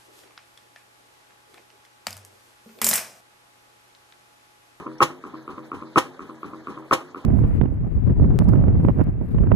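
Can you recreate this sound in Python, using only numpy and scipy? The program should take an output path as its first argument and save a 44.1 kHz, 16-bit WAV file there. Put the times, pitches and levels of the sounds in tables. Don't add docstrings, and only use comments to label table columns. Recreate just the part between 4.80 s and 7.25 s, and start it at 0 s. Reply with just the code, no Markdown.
import sys
import numpy as np
from scipy import signal
from scipy.fft import rfft, irfft, next_fast_len
from scipy.io import wavfile
from scipy.ndimage import uniform_filter1d

SR = 44100
rng = np.random.default_rng(int(sys.argv[2]) if len(sys.argv) > 2 else 0)


def generate_wav(signal):
    frames = np.transpose(np.atleast_2d(signal))
    scaled = np.clip(frames, -1, 1) * 32767
    pcm = np.round(scaled).astype(np.int16)
    wavfile.write(sys.argv[1], SR, pcm)


def attenuation_scalar(level_db):
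    decades = np.asarray(level_db, float) / 20
    return 10 ** decades


N = 108045
LEAD = 4410

# (time [s], peak [dB])
FIRINGS = [
    (0.205, -4.5),
    (1.159, -4.5),
    (2.111, -5.5),
]
# (time [s], peak [dB])
COASTS = [(0.439, -25), (0.678, -22), (0.917, -19.5), (1.393, -25), (1.631, -23), (1.871, -20.5),
          (2.346, -24)]
# (time [s], peak [dB])
EARLIER_COAST = (-0.029, -21.5)
# (time [s], peak [dB])
COOL_SHUTS = [(.066, -26.5), (.542, -32), (.781, -30), (1.023, -30.5), (1.496, -32), (1.734, -31),
              (1.975, -30.5), (2.446, -33)]
# (time [s], peak [dB])
HOT_SHUTS = [(.305, -31), (1.260, -32), (2.214, -32.5)]

# (delay [ms], shell ring [dB], low push [dB])
FIRE_SURGES = [(0.0, -1, -4), (4.73, -10.5, -9), (9.34, -9.5, -5.5), (14.96, -0.5, -2), (21.05, -5, -3.5),
               (26.38, -12, -6.5), (38.03, -14.5, -15)]
# (delay [ms], shell ring [dB], low push [dB])
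COAST_SURGES = [(0.0, -1, 0), (11.925, -8, -0.5), (16.24, -10.5, -11), (22.48, -22.5, 0),
                (32.98, -15.5, -3.5), (50.63, -52, -9.5)]
# (delay [ms], shell ring [dB], low push [dB])
SHUT_SURGES = [(-18.5, -31, -15), (0.5, 1.5, 3), (11, -4, 3), (16.5, -40, -5.5), (50, -11, -18)]

# (peak at [ms], jet rise [ms], jet t60 [s], pipe t60 [s],
# tail [dB], tail t60 [s], pipe noise [dB], hiss [dB])
FIRE_FLOW = (25.5, 6.5, 0.0521, 0.002, -11, 0.24, -13, -18)
COAST_FLOW = (29, 6, 0.24, 0.32, -26, 0.54, -16.5, -34)
# (mode [Hz], level [dB], t60 [s])
COOL_PIPE = [(91.8, -2, 0.105), (192, 4.5, 0.033), (275, 4.5, 0.077), (405, -3, 0.04), (479, -16, 0.27),
             (794, -13.5, 0.035), (995, -7.5, 0.033), (1060, -9, 0.047), (1168, -13.5, 0.28),
             (1254, -11, 0.061), (1327, -14, 0.077), (1440, -37, .08), (2440, -17, 0.081)]
# (mode [Hz], level [dB], t60 [s])
HOT_PIPE = [(146.4, 1.5, 0.091), (324.3, 3.5, 0.085), (649, -9.5, 0.063), (512.5, -3.5, 0.071),
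            (820, -3, 0.038), (950, -11, 0.033), (992, -7, 0.042), (1085, -4.5, 0.049), (1190, -13, 0.073),
            (1216, -7, 0.057), (1340, -15.5, 0.062), (1370, -17, 0.088), (1400, -24, 0.19),
            (1843, -19.5, 0.13)]
# (frequency [Hz], density [dB per Hz])
HISS = [(900, -8), (1600, -3.5), (2600, -10), (3300, -15.5), (5000, -9.5), (6500, -7.5), (9500, -13),
        (14000, -17)]
# (centre [Hz], width [Hz], gain [dB])
JET_PEAKS = [(2750, 430, 15), (3060, 83, 12), (3826, 40, 10), (5460, 200, 5.5)]

SHUT_PIPE_HZ = [141, 236, 327, 409, 516, 612, 1000, 1090, 1250]
# (level [dB], t60 [s])
SHUT_PIPE = [(-3, 0.99), (-0.5, 0.58), (4.5, 0.48), (-8.5, 0.9), (-13, 0.9), (-16, 0.45), (-15, 0.5),
             (-5, 0.11), (-18, 0.26)]

# (time [s], level [dB], pitch [Hz])
TICKS = [(0.183, -43.5, 5640), (0.626, -56, 6340), (1.138, -71, 5500), (1.579, -74, 6000),
         (1.882, -68, 5330), (2.09, -64, 5550)]
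# (frequency [Hz], density [dB per Hz])
YARD = [(40, -11), (90, 4), (250, 2.5), (739, -7.5), (1300, -11), (2520, -22.5), (4010, -24), (14000, -35)]
# (delay [s], level [dB])
ECHOES = [(.019, -26), (0.031, -32), (0.054, -34.5), (0.08, -29.5)]
# (frequency [Hz], gain [dB])
SIDE_COLOUR = [(40, -20), (140, -16.5), (300, -20.5), (650, -4), (1000, -9.5), (1700, 4.5), (2600, -1.5),
               (5000, 0.6)]


def at_hz(points, hz):
    table_hz, value = np.array(points)[:, :2].T
    return np.interp(np.log(hz + 1), np.log(table_hz), value)


def rms_one(x):
    return x / np.sqrt(np.mean(x ** 2) + 1e-20)


def resonance(x, hz, width_hz):
    r = np.exp(-np.pi * width_hz / SR)
    zeros = np.array([1, 0, -1]) * (1 - r * r) / 2
    poles = [1, -2 * r * np.cos(2 * np.pi * hz / SR), r * r]
    return signal.lfilter(zeros, poles, x + 1e-18)


def ring(x, hz, t60_s):
    r = attenuation_scalar(-60 / (t60_s * SR))
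    w = 2 * np.pi * hz / SR
    return signal.lfilter([0, np.sin(w)], [1, -2 * r * np.cos(w), r * r], x + 1e-18)


def burst(clicks, hz, length_ms):
    t = np.arange(0, length_ms / 1000, 1 / SR)
    swell = np.sin(np.pi * (t / t[-1]) ** 0.8) ** 2
    return signal.fftconvolve(clicks, swell * np.sin(2 * np.pi * hz * t))[:len(clicks)]


def time_s():
    return (np.arange(N + LEAD) - LEAD) / SR


def clicks_at(seconds, gains):
    out = np.zeros(N + LEAD + SR)
    np.add.at(out, LEAD + np.round(np.asarray(seconds) * SR).astype(int), gains)
    return out[:N + LEAD]


def coloured(spectrum, patchy_db):
    out = 0
    edges_hz = 40 * 2 ** np.arange(0, 8.6, 0.5)
    white = rng.standard_normal((2, 2, N + LEAD))
    for k, (low, high) in enumerate(zip(edges_hz, edges_hz[1:])):
        flicker = rms_one(uniform_filter1d(rng.standard_normal(N + LEAD), size=1500))
        bandpass = signal.butter(2, [low, high], "band", fs=SR, output="sos")
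        band = signal.sosfilt(bandpass, white[k % 2])
        out = out + attenuation_scalar(at_hz(spectrum, np.sqrt(low * high)) + patchy_db * flicker) * band
    return rms_one(out)


def muffler(events, pattern):
    rows = np.array([(s + (ms - 0.7) / 1000, db + ring_db, db + push_db)
                     for s, db in events for ms, ring_db, push_db in pattern])
    vary = attenuation_scalar(0.8 * rng.standard_normal((len(rows), 2)))
    sharp = clicks_at(rows[:, 0], attenuation_scalar(rows[:, 1]) * vary[:, 0])
    push = clicks_at(rows[:, 0], attenuation_scalar(rows[:, 2]) * vary[:, 1])
    shell_ms = 5.6
    shell = burst(sharp, 1190, shell_ms) + attenuation_scalar(-14) * burst(sharp, 2500, shell_ms / 1.77)
    return shell - burst(push, 315, length_ms=8.66)


def flow(events, shape):
    peak_ms, rise_ms, jet_t60_s, pipe_t60_s, tail_db, tail_t60_s, pipe_db, hiss_db = shape
    pipe_rise_ms = rise_ms * 7.1
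    pipe, jet = 0, 0
    for s, db in events:
        ms = (time_s() - s) * 1000 - peak_ms
        late_s = np.maximum(ms, 0) / 1000
        early_ms = np.minimum(ms, 0)
        opened = np.clip((ms + peak_ms) / 8, 0, 1)
        tail = attenuation_scalar(tail_db - 60 * late_s / tail_t60_s)
        pipe_fall = (attenuation_scalar(-60 * late_s / pipe_t60_s) + tail) * opened
        jet_fall = (attenuation_scalar(-60 * late_s / jet_t60_s) + tail) * opened
        pipe = pipe + attenuation_scalar(db + pipe_db) * pipe_fall * np.exp(early_ms / pipe_rise_ms)
        jet = jet + attenuation_scalar(db + hiss_db) * jet_fall * np.exp(early_ms / rise_ms)
    return pipe, jet


def gas(coasts):
    port_difference = 0.8
    roar, jet = 0, 0
    for events, shape, modes in [(FIRINGS, FIRE_FLOW, HOT_PIPE), (coasts, COAST_FLOW, COOL_PIPE)]:
        pipe, mouth = flow(events, shape)
        white = rng.standard_normal((2, 2, N + LEAD)) * pipe
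        white = white[:, :1] + white[:, 1:] * [[0], [port_difference]]
        for k, (hz, db, t60_s) in enumerate(modes):
            roar = roar + attenuation_scalar(db) * ring(white[k % 2], hz, t60_s) / np.sqrt(t60_s * SR / 27)
        jet = jet + mouth
    roar = signal.sosfilt(signal.butter(4, 2060, fs=SR, output="sos"), roar)
    hiss = coloured(HISS, patchy_db=0.5)
    hiss = hiss + sum((attenuation_scalar(db) - 1) * resonance(hiss, hz, width_hz) for hz, width_hz, db in JET_PEAKS)
    return roar + jet * hiss


def yard():
    return attenuation_scalar(-44) * coloured(YARD, patchy_db=3)


def shut_pipe(events, tuning, tilt_db_per_octave):
    reopen_s, reopen_fade_s, ring_db = 0.14, 0.017, -6.5
    out = 0
    luck_db = rng.standard_normal((len(events), len(SHUT_PIPE)))
    soft = signal.windows.hann(25) / 6
    for (s, db), row in zip(events, luck_db):
        click = np.convolve(clicks_at([s - 0.006], attenuation_scalar(db + ring_db)), soft)[:N + LEAD]
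        reopening = np.clip((time_s() - s - reopen_s) / reopen_fade_s, -50, 50)
        still_shut = 1 / (1 + np.exp(reopening))
        modes = 0
        for k, (hz, (level_db, t60_s), vary_db) in enumerate(zip(SHUT_PIPE_HZ, SHUT_PIPE, row)):
            tilt_db = tilt_db_per_octave * abs(np.log2(hz / SHUT_PIPE_HZ[1]))
            gain = attenuation_scalar(level_db + vary_db + tilt_db) * (-1) ** k
            modes = modes + gain * ring(click, hz * tuning, t60_s)
        out = out + still_shut * modes
    return out


def linkage():
    return sum(ring(clicks_at([s, s + 0.0029], attenuation_scalar(db)), hz, t60_s=0.03) for s, db, hz in TICKS)


def yard_echoes(engine):
    dull = signal.lfilter([0.4], [1, -0.6], engine)
    out = 0
    for s, db in ECHOES:
        first = np.roll(dull[0], int(s * SR))
        second = -np.roll(dull[1], int(s * 1.07 * SR))
        out = out + attenuation_scalar(db) * np.array([first, second])
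    return out * (np.arange(N + LEAD) > LEAD - 100)


def scene():
    coasts = list(COASTS) + [EARLIER_COAST]
    valve = muffler(coasts, COAST_SURGES) + muffler(FIRINGS, FIRE_SURGES)
    valve = valve + muffler(COOL_SHUTS, SHUT_SURGES) + attenuation_scalar(-5) * muffler(HOT_SHUTS, SHUT_SURGES)
    pipe = shut_pipe(COOL_SHUTS, tuning=0.97, tilt_db_per_octave=0)
    pipe = pipe + shut_pipe(HOT_SHUTS, tuning=1.1, tilt_db_per_octave=-5.5)
    engine = valve + gas(coasts) + pipe + linkage()
    return (engine + yard_echoes(engine) + yard())[:, LEAD:]


def roll_off(x):
    return signal.sosfilt(signal.butter(12, 14920, fs=SR, output="sos"), x)


def record(dry):
    comb_hz, null_width_hz, treble_null_share = 2600, 190, 0.7
    size = next_fast_len(N + LEAD)
    hz = np.fft.rfftfreq(size, 1 / SR)
    late = np.exp(-2j * np.pi * hz / comb_hz) * np.where(hz > 4320, 0.13, 1)

    def null(turns, share=1):
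        return 1 - share * np.exp(-((hz - turns * comb_hz) / null_width_hz) ** 2)

    mid_gain = (1 - late) / 2 * null(1)
    for turns in range(2, 6):
        mid_gain = mid_gain * null(turns, treble_null_share)
    side_gain = (1 + late) / 2 * null(0.5) * null(1.5) * null(2.5, treble_null_share)
    lean = np.exp(0.28j * np.pi / (1 + (hz / 202) ** 4))
    side_gain = side_gain * lean * attenuation_scalar(at_hz(SIDE_COLOUR, hz))
    mid = irfft(rfft(dry[0], size) * mid_gain, size)[:N]
    side = irfft(rfft(dry[1], size) * side_gain, size)[:N]
    peak_top = 3
    mix = peak_top * np.tanh(np.array([mid + side, mid - side]) / peak_top)
    mix = signal.sosfilt(signal.cheby2(12, 60, 14900, fs=SR, output="sos"), mix)
    return roll_off(mix)


dry = scene()
out = record(dry)
generate_wav(out)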